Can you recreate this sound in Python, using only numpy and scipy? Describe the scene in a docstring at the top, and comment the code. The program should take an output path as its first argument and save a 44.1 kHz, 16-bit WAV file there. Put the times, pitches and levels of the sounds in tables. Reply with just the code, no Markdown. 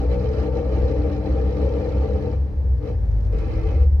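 """Inside a moving vehicle, the engine drones low over the rumble of the road.
A loose panel rattles against its mount from the start, harder once in each engine firing cycle.
Past halfway the rattle stops, then returns briefly as the engine slows, as at a gear change.
A few light ticks of loose trim fill the next pause, and the rattle starts again.
Near the end the cabin booms."""
import sys
import numpy as np
from scipy import signal
from scipy.fft import rfft, irfft, next_fast_len
from scipy.io import wavfile
from scipy.ndimage import uniform_filter1d, map_coordinates

SR = 44100
rng = np.random.default_rng(int(sys.argv[2]) if len(sys.argv) > 2 else 0)


def bounce(signal):
    """Save signal as a 16-bit WAV file at the path given by the first command-line argument."""
    frames = np.transpose(np.atleast_2d(signal))
    limited = np.clip(frames, -1, 1)
    pcm = np.round(limited * 32767).astype(np.int16)
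    wavfile.write(sys.argv[1], SR, pcm)


N = 176400

# The engine's hum: (time [s], firing rate [Hz], first harmonic [dB], second harmonic [dB])
ENGINE_HUM = [(0, 61.41, -21.5, -39), (.2, 62.91, -25.5, -33), (.6, 64.96, -21, -35.5),
              (1.08, 63.06, -23.5, -33.5), (1.55, 64.64, -21.5, -38), (1.78, 65.8, -24.5, -37),
              (2.05, 65.13, -22, -34), (2.22, 66.57, -32.5, -34.5), (2.39, 66.85, -19.5, -31),
              (2.52, 66.55, -25, -44), (2.62, 66.62, -22.5, -41), (2.75, 62.14, -18, -36),
              (2.88, 55.86, -35, -32), (2.97, 54.01, -19.5, -33.5), (3.3, 51.79, -21.5, -30.5),
              (3.55, 51.76, -25.5, -38), (3.85, 54.42, -19.5, -32), (4, 56.2, -27.5, -36)]
# How strongly the panel rattles: (time [s], body level [dB], treble level [dB])
RATTLE_LEVELS = [(0, -26.5, -50.5), (.08, -31, -57.5), (.125, -28.5, -49), (.17, -30, -55),
                 (.255, -28.5, -51), (.3, -30.5, -54.5), (.4, -27.5, -50), (.47, -27.5, -53),
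                 (.51, -30, -60), (.58, -26.5, -51), (.62, -29, -58), (.655, -29, -54), (.69, -29, -57),
                 (.745, -28.5, -50), (.78, -27.5, -51.5), (1.02, -27.5, -54.5), (1.16, -30, -53),
                 (1.2, -32.5, -57), (1.26, -28.5, -54.5), (1.55, -30.5, -54), (1.6, -27, -51),
                 (1.68, -28, -54.5), (1.83, -27.5, -52.5), (1.92, -31, -54.5), (2.03, -29, -54),
                 (2.26, -30, -56.5), (2.335, -31, -56.5), (2.39, -44, -65), (2.79, -49.5, -76),
                 (2.83, -35.5, -61.5), (2.89, -31, -54), (2.93, -36.5, -61.5), (2.97, -46.5, -77),
                 (3.3, -69.5, -76), (3.335, -33.5, -59.5), (3.41, -37, -54.5), (3.47, -35, -57),
                 (3.52, -35.5, -53.5), (3.58, -34, -55), (3.7, -32.5, -54), (3.84, -36.5, -59.5),
                 (3.9, -51, -74)]
# The low notes the panel rings at: (pitch [Hz], width [Hz], level [dB], left over right [dB],
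# left phase lead [rad], change at low engine speed [dB])
PANEL_LOW_NOTES = [(194, 14, -5, 3, .2, -3), (268, 36, -7.5, 5, .4, -1), (296, 24, 1, 6, .4, -3),
                   (324, 24, -6, 5, .3, 7), (375, 50, -15, 5, .6, -4), (441, 24, 2, 6.5, .9, 1.5),
                   (480, 24, 3.5, 6.5, .8, -3), (517, 20, 0, 5.5, .6, -3), (542, 22, -3, 4, .5, -3),
                   (626, 28, -11.5, 8, .9, -1), (780, 42, -12, 0, .7, 0), (889, 24, -16, 0, .6, -4)]
# Its thin upper notes, with the same columns
PANEL_HIGH_NOTES = [(970, 70, 7, -2, .5, -3), (1055, 50, 8, -6, 2.5, -3), (1169, 34, 11.5, -4, -.7, -1),
                    (1248, 30, 11.5, -5, -1.5, -3), (1330, 70, 6, -4, .6, 2), (1570, 70, 0, -3, 2, -1),
                    (1679, 40, 6, -3, 2.1, 1), (1808, 60, 8, -4, 2.3, 0), (2048, 34, 2, -9, -1.3, 6),
                    (2186, 34, 0, -7, 0, 7), (2316, 36, 2, -9, -1, 0), (2430, 44, -1, -8, -2, 7),
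                    (2540, 70, -3, -4, .4, 8), (2660, 50, 0, 4, 1.8, 1), (3080, 70, -3.5, -8, 1.8, 1),
                    (4000, 110, -3.5, -8, 2.8, -2)]
# The tone of the panel's rasp: (frequency [Hz], level [dB])
RASP_TONE = [(100, -19.5), (250, 4), (520, 4), (690, -1), (1000, 2.5), (1480, -1), (1950, -3), (2600, -4.5),
             (3100, -4.5), (3600, -9), (4200, -6), (5400, -10), (6400, -16), (7100, -23.5), (8500, -28),
             (15000, -31)]
# Which side the rasp is heard on: (frequency [Hz], left over right [dB])
RASP_SIDE = [(800, -3), (1200, -4.5), (2200, -4), (3300, -2.5), (4600, -9), (6000, -8.5), (9000, -4)]
# Taps of loose trim: (time [s], level [dB])
TICK_HITS = [(2.778, -53), (3.055, -55), (3.1142, -51), (3.2061, -49), (3.2303, -51), (3.249, -50),
             (3.268, -48.5), (3.3265, -47), (3.3863, -44)]
# The tone of one tap: (frequency [Hz], level [dB])
TICK_TONE = [(400, -17.5), (2000, 6.5), (5500, 9), (9000, -6), (15000, -25)]
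# How loud the road is: (time [s], level [dB])
RUMBLE_LEVEL = [(0, -26.5), (1.8, -26.5), (2.1, -25.5), (2.8, -26.5), (3.05, -24), (3.5, -22.5),
                (3.8, -26.5), (4, -27)]
# The tone of the tyres on the road: (frequency [Hz], level [dB])
RUMBLE_TONE = [(15, -46.5), (28, -36), (40, -2), (55, -7.5), (72, 3), (100, -7.5), (160, -19.5),
               (300, -27.5), (595, -31.5), (660, -41), (800, -35), (1050, -45), (1380, -50), (1700, -46.5),
               (2900, -64.5), (5800, -66), (7500, -77.5), (15000, -77)]
# How alike the road sounds at both ears: (frequency [Hz], likeness [-1 to 1])
RUMBLE_LIKENESS = [(90, 0.91), (160, 0.67), (600, .6), (1500, -0.38), (4000, 0.74), (9000, 0.82)]


def amp(db):
    """Turn decibels into a gain."""
    return 10 ** (np.asarray(db) / 20)


def unit(x):
    """Scale a signal to an average power of 1."""
    return x / np.sqrt(np.mean(x ** 2) + 1e-20)


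def along(points, hz):
    """Read a (frequency, value) table at hz, on a log frequency scale."""
    freqs, values = np.transpose(points)
    return np.interp(np.log(hz + 1), np.log(freqs + 1), values)


def curves(rows):
    """One value per sample for each column after the time."""
    times, *columns = np.transpose(rows)
    return [np.interp(np.arange(N) / SR, times, column) for column in columns]


def wobble(rate):
    """A smooth random curve through rate points a second."""
    points = rng.standard_normal(int(N * rate / SR) + 4)
    return map_coordinates(points, [np.arange(N) * rate / SR])


def filtered(x, response):
    """Filter x; response(hz) gives the gain and phase shift at each frequency."""
    size = next_fast_len(N + SR // 2)
    return irfft(rfft(x, size) * response(np.fft.rfftfreq(size, 1 / SR)), size)[..., :N]


def placed(pan_db, lead):
    """Left and right gains: the left is pan_db louder and lead radians ahead."""
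    half = np.atleast_1d(amp(pan_db / 2) * np.exp(1j * lead / 2))
    return np.array([half, 1 / half])


def engine(phase, first_db, second_db):
    """The firings hum in three slightly unsteady harmonics; the third comes with the rattle."""
    body_db, _ = curves(RATTLE_LEVELS)
    levels_db = [first_db + .12, second_db - .3, .5 * body_db - 24.5]
    hum = np.zeros(N)
    for harmonic, db in enumerate(levels_db, 1):
        loudness = amp(db + 1.73 * wobble(21.86))
        hum += loudness * np.sin(harmonic * (phase + .083 * wobble(14)))
    return np.sqrt(2) * hum


def rattle(phase, firing_hz, contacts_per_s=2000, scatter_db=1.5, firing_swing_db=2.3):
    """Random knocks, harder once per firing cycle, ring the panel and rasp round the cabin."""
    body_db, treble_db = curves(RATTLE_LEVELS)
    slow = np.interp(firing_hz, [52.5, 57], [1, 0])  # 1 at low engine speed, 0 at high
    touching = rng.random(N) < contacts_per_s / SR
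    size_db = scatter_db * (2 * rng.random(N) - 1) + firing_swing_db * np.cos(phase)
    contacts = touching * np.sign(rng.standard_normal(N)) * amp(size_db)
    rasp = unit(filtered(cabin_echoes(contacts, fade_s=.03), rasp_colour))
    body = stiff_mount(panel_ring(contacts, PANEL_LOW_NOTES, slow))
    treble = amp(5.3) * panel_ring(contacts, PANEL_HIGH_NOTES, slow) + amp(3.6) * rasp
    return amp(body_db + 1.7) * body + amp(treble_db) * treble


def panel_ring(contacts, notes, slow):
    """The knocked panel rings at its own notes; slow (0-1) shifts their balance."""
    def response(hz):
        fast_sum = slow_sum = 0
        for pitch, width, db, pan_db, lead, slow_db in notes:
            peak = 1j * hz * width / (pitch ** 2 - hz ** 2 + 1j * hz * width)
            note = amp(db) * placed(pan_db, lead) * peak ** 2  # squared for steeper sides
            fast_sum += note
            slow_sum += amp(slow_db) * note
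        return np.array([fast_sum, slow_sum])
    at_fast, at_slow = filtered(contacts, response)
    return ((1 - slow) * at_fast + slow * at_slow) / np.std(at_fast)


def stiff_mount(swing, give_s=.09, stiffening=.7):
    """The mount stiffens as the panel swings wider, which evens out its swells."""
    power = np.mean(swing ** 2, axis=0)
    smooth_power = np.abs(uniform_filter1d(power, int(give_s * SR))) + 1e-9
    return unit(swing / smooth_power ** (stiffening / 2))


def rasp_colour(hz, spacing_hz=65, uneven_db=2):
    """Many small, crowded resonances ripple the rasp's tone, differently on each side."""
    centres = np.arange(0, SR / 2, spacing_hz)
    heights = rng.standard_normal((2, len(centres)))
    ripple_db = uneven_db * np.array([np.interp(hz, centres, side) for side in heights])
    return amp(along(RASP_TONE, hz) + ripple_db) * placed(along(RASP_SIDE, hz), 0)


def ticks():
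    """Loose trim gives single light taps that echo briefly in the cabin."""
    taps = np.zeros(N)
    for time_s, db in TICK_HITS:
        taps[round(time_s * SR)] = amp(db - 3.5) / 2
    return filtered(cabin_echoes(taps, fade_s=.042), lambda hz: amp(along(TICK_TONE, hz)))


def cabin_echoes(x, fade_s, block=256):
    """Dense echoes, dying at 60 dB per fade_s, new for each side and each block of samples."""
    pieces = np.pad(x, (0, -N % block)).reshape(1, -1, block)
    t = np.arange(SR // 32) / SR
    tails = rng.standard_normal((2, pieces.shape[1], len(t))) * np.exp(-np.log(1000) * t / fade_s)
    echoes = signal.fftconvolve(pieces, tails, axes=2)
    # Add each block's echoes back in at its own place in time.
    positions = block * np.arange(echoes.shape[1])[:, None] + np.arange(echoes.shape[2])
    return np.array([np.bincount(positions.ravel(), side.ravel())[:N] for side in echoes])


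def cabin_boom(start_s=3.735, pitch_hz=70.69, rise_s=.0077, growth_db_per_s=2.5):
    """A low cabin resonance swells up quickly, then keeps growing slightly."""
    age = np.maximum(np.arange(N) / SR - start_s, 0)
    loudness = amp(-15.5 + growth_db_per_s * age) * (1 - np.exp(-age / rise_s))
    return np.sqrt(2) * loudness * np.sin(2 * np.pi * pitch_hz * age)


def road():
    """The tyres and the vehicle's body rumble, alike at both ears in the bass."""
    def response(hz):
        spread = np.arccos(along(RUMBLE_LIKENESS, hz)) / 2
        return amp(along(RUMBLE_TONE, hz)) * [np.cos(spread), np.sin(spread)]
    level_db, = curves(RUMBLE_LEVEL)
    shared, opposed = filtered(rng.standard_normal((2, N)), response)
    rumble = unit(np.array([shared + opposed, shared - opposed]))
    return amp(level_db + .24 * wobble(10)) * rumble


def scene():
    """Mix all the sounds in stereo; the engine drives both the drone and the rattle."""
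    firing_hz, first_db, second_db = curves(ENGINE_HUM)
    phase = 2 * np.pi * np.cumsum(firing_hz) / SR  # one turn per firing
    low_sounds = road() + engine(phase, first_db, second_db) + cabin_boom()
    lean_left = amp([[.5], [-.5]])
    return low_sounds * lean_left + rattle(phase, firing_hz) + ticks()


def record(dry, top_hz=15720):
    """Cut away the very highest treble."""
    return filtered(dry, lambda hz: hz < top_hz)


dry = scene()
out = record(dry)
bounce(out)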